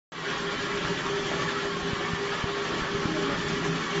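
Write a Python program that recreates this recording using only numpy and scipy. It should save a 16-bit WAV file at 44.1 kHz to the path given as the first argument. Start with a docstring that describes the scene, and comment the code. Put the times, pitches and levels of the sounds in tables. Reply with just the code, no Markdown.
"""A factory hall with an idling injection moulding machine, heard in mono from a hand-held microphone.
The pump hums near 400 Hz, swelling and fading as the microphone moves through the hall's standing waves,
over a motor drone and the roar of fans in steel panels. Faint clatter and squeaks come from far off,
low hall resonances ring up briefly, and a few soft handling bumps reach the microphone."""
import sys
import numpy as np
from scipy import signal
from scipy.fft import rfft, irfft, next_fast_len
from scipy.io import wavfile
from scipy.ndimage import uniform_filter1d, map_coordinates

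SR = 44100
rng = np.random.default_rng(int(sys.argv[2]) if len(sys.argv) > 2 else 0)


def master_out(mix):
    """Clip the mix to full scale and print it as 16-bit PCM to the path in sys.argv[1]."""
    frames = np.transpose(np.atleast_2d(mix))
    ceiling = np.clip(frames, -1, 1)
    pcm = np.round(ceiling * 32767).astype(np.int16)
    wavfile.write(sys.argv[1], SR, pcm)


N = 176400
TIME_S = np.arange(N) / SR


def amp(db):
    """Decibels to gain."""
    return 10 ** (np.asarray(db) / 20)


def unit(x):
    """Scale to rms 1."""
    return x / np.sqrt(np.mean(np.abs(x) ** 2) + 1e-20)


def along(points, hz):
    """Interpolate (Hz, value) points on a log axis."""
    f, v = np.transpose(points)
    return np.interp(np.log(hz + 1), np.log(f + 1), v)


def curve(points):
    """Interpolate (s, value) points to one value per sample."""
    return np.interp(TIME_S, *np.transpose(points))


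def wobble(knots_per_s):
    """Smooth random curve."""
    return map_coordinates(rng.standard_normal(2048), [TIME_S * knots_per_s], mode="wrap")


def filtered(x, response):
    """Zero-phase filter with gain response(hz)."""
    size = next_fast_len(N + SR // 2)
    hz = np.fft.rfftfreq(size, 1 / SR)
    return irfft(rfft(x, size) * response(hz), size)[:N]


def rush(spectrum, patchy_db):
    """Coloured noise of rms 1 whose bands dip briefly at random."""
    bands = signal.stft(rng.standard_normal(N), nperseg=512)[2]
    patches = uniform_filter1d(rng.standard_normal(bands.shape), size=5, axis=0)
    patches = unit(uniform_filter1d(patches, size=6, axis=1))
    dips_db = -2 * patchy_db * np.exp(patches / 2)
    noise = signal.istft(bands * amp(dips_db), nperseg=512)[1][:N]
    return unit(filtered(noise, lambda hz: amp(along(spectrum, hz))))


def fuzzy_line(hz, width_hz):
    """Tone of rms 1, smeared over a narrow band by drifting level and phase."""
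    drift = wobble(width_hz) + 1j * wobble(width_hz)
    return unit((drift * np.exp(2j * np.pi * hz * TIME_S)).real)


# Pump tone along the microphone's path: t/s, level/dB
PUMP_TONE_DB = [(0.22, -52), (0.28, -33), (0.35, -53.5), (0.48, -32.5), (0.54, -49), (0.61, -35),
                (0.68, -42), (0.76, -35), (0.85, -39.5), (0.92, -34.5), (1.01, -54), (1.1, -32),
                (1.17, -30), (1.28, -37), (1.36, -35), (1.56, -39.5), (1.65, -33), (1.79, -38.5),
                (1.89, -34.5), (1.94, -41), (2.0, -38.5), (2.13, -42.5), (2.2, -34.5), (2.32, -32),
                (2.41, -52), (2.47, -36), (2.62, -31), (2.84, -47), (2.96, -32), (3.08, -41.5), (3.22, -30),
                (3.32, -38.5), (3.4, -58), (3.51, -32.5), (3.6, -40.5), (3.69, -34), (3.83, -53.5),
                (3.96, -32)]


def pump(hz=402.1, wander_hz=1.3, trim_db=-0.43):
    """Wandering hum, swelling and fading through standing waves, with a narrow noise skirt."""
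    pitch_hz = hz + wander_hz * wobble(9)
    tone = unit(np.sin(2 * np.pi * np.cumsum(pitch_hz) / SR))
    skirt = amp(-47) * fuzzy_line(hz=411, width_hz=12)
    return amp(curve(PUMP_TONE_DB) + trim_db) * tone + skirt


# Motor drone: t/s, level/dB
MOTOR_DRONE_DB = [(0.3, -42), (0.7, -48), (0.9, -38.5), (1.15, -52), (1.25, -43), (1.5, -39.5), (1.56, -52),
                  (1.87, -39), (2.3, -48), (2.6, -46.5), (3.0, -46), (3.22, -37), (3.4, -41), (3.57, -37),
                  (3.7, -34.5), (3.82, -45), (3.92, -35.5), (4.0, -34)]
# Low rumble: t/s, level/dB
RUMBLE_DB = [(0.3, -38), (0.5, -39), (0.9, -36), (1.1, -37), (1.38, -36), (1.56, -37.5), (1.87, -37.5),
             (2.1, -39), (2.6, -41.5), (2.75, -34.5), (3.15, -35), (3.55, -34.5), (3.77, -36),
             (3.92, -40.5), (4.0, -36.5)]
# Rumble spectrum: f/Hz, relative density/dB
RUMBLE_SPECTRUM = [(20, -16.5), (35, -10), (60, -11.5), (100, -11), (140, -1), (210, -2.5), (320, -2.5),
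                   (385, -1.5), (440, -6), (490, -17), (900, -54.5)]


def motor():
    """Rough drone over a broad rumble."""
    drone = amp(curve(MOTOR_DRONE_DB)) * fuzzy_line(hz=167, width_hz=20)
    rumble = amp(curve(RUMBLE_DB)) * rush(RUMBLE_SPECTRUM, patchy_db=1)
    return drone + rumble


def reflections(x, count=7, gain=.22, first_s=.002, spread_s=.016):
    """Floor and panels add weak copies whose delays drift as the microphone moves; sum at rms 1."""
    n = np.arange(N)
    out = x.copy()
    for k, (place, speed) in enumerate(rng.random((count, 2))):
        drift_s_per_s = .0012 * (-1) ** k * (speed + .5)
        middle_delay_s = first_s + spread_s * (k + place) / count
        delay_s = middle_delay_s + drift_s_per_s * (n - N / 2) / SR
        out += gain * map_coordinates(x, [n - delay_s * SR], order=1, mode="wrap")
    return unit(out)


# Fan roar: t/s, level/dB
FAN_ROAR_DB = [(0.25, -31), (0.34, -32.5), (0.42, -35), (0.5, -32), (0.9, -33), (1.2, -33), (1.36, -31.5),
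               (1.53, -33), (1.65, -32.5), (1.75, -34), (1.9, -32), (2.1, -34), (2.38, -32), (2.75, -32.5),
               (2.92, -33.5), (3.3, -31.5), (3.45, -33), (4.0, -32)]
# Roar spectrum: f/Hz, relative density/dB
ROAR_SPECTRUM = [(100, -27.5), (350, -2.5), (470, -7), (570, -0.5), (680, -7.5), (800, -3), (1020, -2.5),
                 (1110, 3), (1240, -0.7), (1390, 0), (1500, -4.5), (1620, -0.5), (1730, 0.5), (1810, 0),
                 (1920, -2.5), (2080, -6.5), (2270, -3), (2450, -7), (2650, -8.5), (3000, -5), (3400, -5.5),
                 (3850, -11.5), (4600, -12), (5600, -22), (7500, -36)]
# Fan hiss: t/s, level/dB
FAN_HISS_DB = [(0.3, -42), (0.43, -45), (0.65, -44.5), (1.0, -42), (1.38, -41.5), (1.75, -44), (2.1, -44),
               (2.45, -44), (3.05, -44), (3.4, -43), (3.9, -41.5)]
# Hiss spectrum: f/Hz, relative density/dB
HISS_SPECTRUM = [(1800, -38), (3200, -13.5), (4400, -7), (5600, 0.5), (7500, -4.5)]
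# Machine whines: f/Hz, rms level/dB
WHINE_LINES = [(271, -52), (330, -53.5), (497, -58), (568, -58), (604, -60.5), (1088, -53), (1122, -54),
               (1215, -57), (1320, -59), (1372, -57.5), (1708, -53.5), (1740, -54.5), (1915, -52.5)]


def fans():
    """Fluttering air noise coloured by the panels, with flickering hiss and faint whines."""
    roar = amp(curve(FAN_ROAR_DB)) * reflections(rush(ROAR_SPECTRUM, patchy_db=1.35))
    flicker_db = .9 * wobble(60)
    hiss = amp(curve(FAN_HISS_DB) + flicker_db) * reflections(rush(HISS_SPECTRUM, patchy_db=1.9))
    whines = sum(amp(db) * fuzzy_line(hz, width_hz=10) for hz, db in WHINE_LINES)
    flutter_db = .8 * wobble(30)
    return amp(flutter_db) * (roar + hiss) + whines


# Far knocks: t/s, level/dB, centre f/Hz
FAR_KNOCKS = [(0.605, -43.5, 4520), (0.77, -36.5, 2390), (1.30, -34, 520), (1.355, -47.5, 4300),
              (1.485, -37, 2800), (1.63, -38, 570), (2.72, -36.5, 590), (2.821, -33, 1286),
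              (3.301, -38.5, 633), (3.62, -39, 620)]


def clatter(rise_s=.0018, t60_s=.49, sigma_oct=.58):
    """Far knocks, smeared by the hall into soft, dying bands of reverberation."""
    out = np.zeros(N)
    for at_s, db, centre_hz in FAR_KNOCKS:
        age_s = np.maximum(TIME_S - at_s, 0)
        bandpass = lambda hz: np.exp(-.5 * (np.log2((hz + 1) / centre_hz) / sigma_oct) ** 2)
        band = unit(filtered(rng.standard_normal(N), bandpass))
        rise = 1 - np.exp(-age_s / rise_s)
        out += band * rise * amp(db - 60 * age_s / t60_s)
    return out


# Handling bumps: t/s, swing peak/dB, sigma/s
HANDLING_BUMPS = [(0.851, -35, 0.0025), (1.83, -36, 0.0027), (1.934, -22, 0.0013), (2.136, -23.5, 0.0014),
                  (2.4428, -20, 0.0013), (2.534, -40, .002), (2.823, -34, 0.0042), (2.952, -26, 0.0012),
                  (3.0575, -17, 0.0009)]


def handling(tick_db=-12):
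    """Each bump pushes the microphone and lets it swing back, with a casing tick and no ringing."""
    out = np.zeros(N)
    casing_noise = rush(ROAR_SPECTRUM, patchy_db=4)
    for at_s, db, sigma_s in HANDLING_BUMPS:
        u = (TIME_S - at_s) / sigma_s
        swing = -u * np.exp((1 - u * u) / 2)
        tick = amp(tick_db) * casing_noise * np.exp(-u * u)
        out += amp(db) * (swing + tick)
    return out


# Hall resonances: t/s, f/Hz, peak/dB, sigma/s
HALL_BOOMS = [(0.91, 169.9, -28, 0.0092), (2.758, 285, -43.5, 0.036), (3.149, 315.7, -31, 0.049),
              (3.164, 616, -34, 0.015), (3.28, 277.6, -33.5, 0.039), (3.317, 568, -36, .025),
              (3.705, 165, -29, 0.018), (3.76, 271, -37, 0.03), (3.983, 342, -34, 0.022)]


def booms():
    """Single low resonances of the hall swell and sink again."""
    out = np.zeros(N)
    for at_s, hz, db, sigma_s in HALL_BOOMS:
        swell = np.exp(-.5 * ((TIME_S - at_s) / sigma_s) ** 2)
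        out += amp(db) * swell * np.sin(2 * np.pi * (hz * TIME_S + rng.random()))
    return out


# Metal squeaks: t/s, middle f/Hz, peak/dB, sigma/s
METAL_SQUEAKS = [(1.486, 1750, -26.5, .007), (1.525, 1330, -36, .015), (1.568, 1300, -30, .014)]


def squeaks(fall_oct_per_sigma=.04, rough_rad=.3):
    """Far metal squeaks, each one rough tone that swells and fades while sliding down."""
    out = np.zeros(N)
    for at_s, hz, db, sigma_s in METAL_SQUEAKS:
        u = np.clip((TIME_S - at_s) / sigma_s, -6, 6)
        pitch_hz = hz * 2 ** (-fall_oct_per_sigma * u)
        phase = 2 * np.pi * np.cumsum(pitch_hz) / SR + rough_rad * wobble(200)
        out += amp(db) * np.exp(-.5 * u ** 2) * np.sin(phase)
    return out


def scene():
    """Machine, hall and bumps, the same in both channels."""
    mono = pump() + motor() + fans() + clatter() + handling() + booms() + squeaks()
    return np.array([mono, mono])


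def record(dry):
    """The sound cuts in, fades up and is band-limited."""
    start_s, fade_s, fade_from_db, top_hz = .12, .2, -10.5, 7650
    since_s = TIME_S - start_s
    gain = (since_s > 0) * amp(fade_from_db * np.clip(1 - since_s / fade_s, 0, 1))
    lowpass = lambda hz: np.clip((top_hz - hz) / 100 + .5, 0, 1)
    return np.array([filtered(channel * gain, lowpass) for channel in dry])


dry = scene()
out = record(dry)
master_out(out)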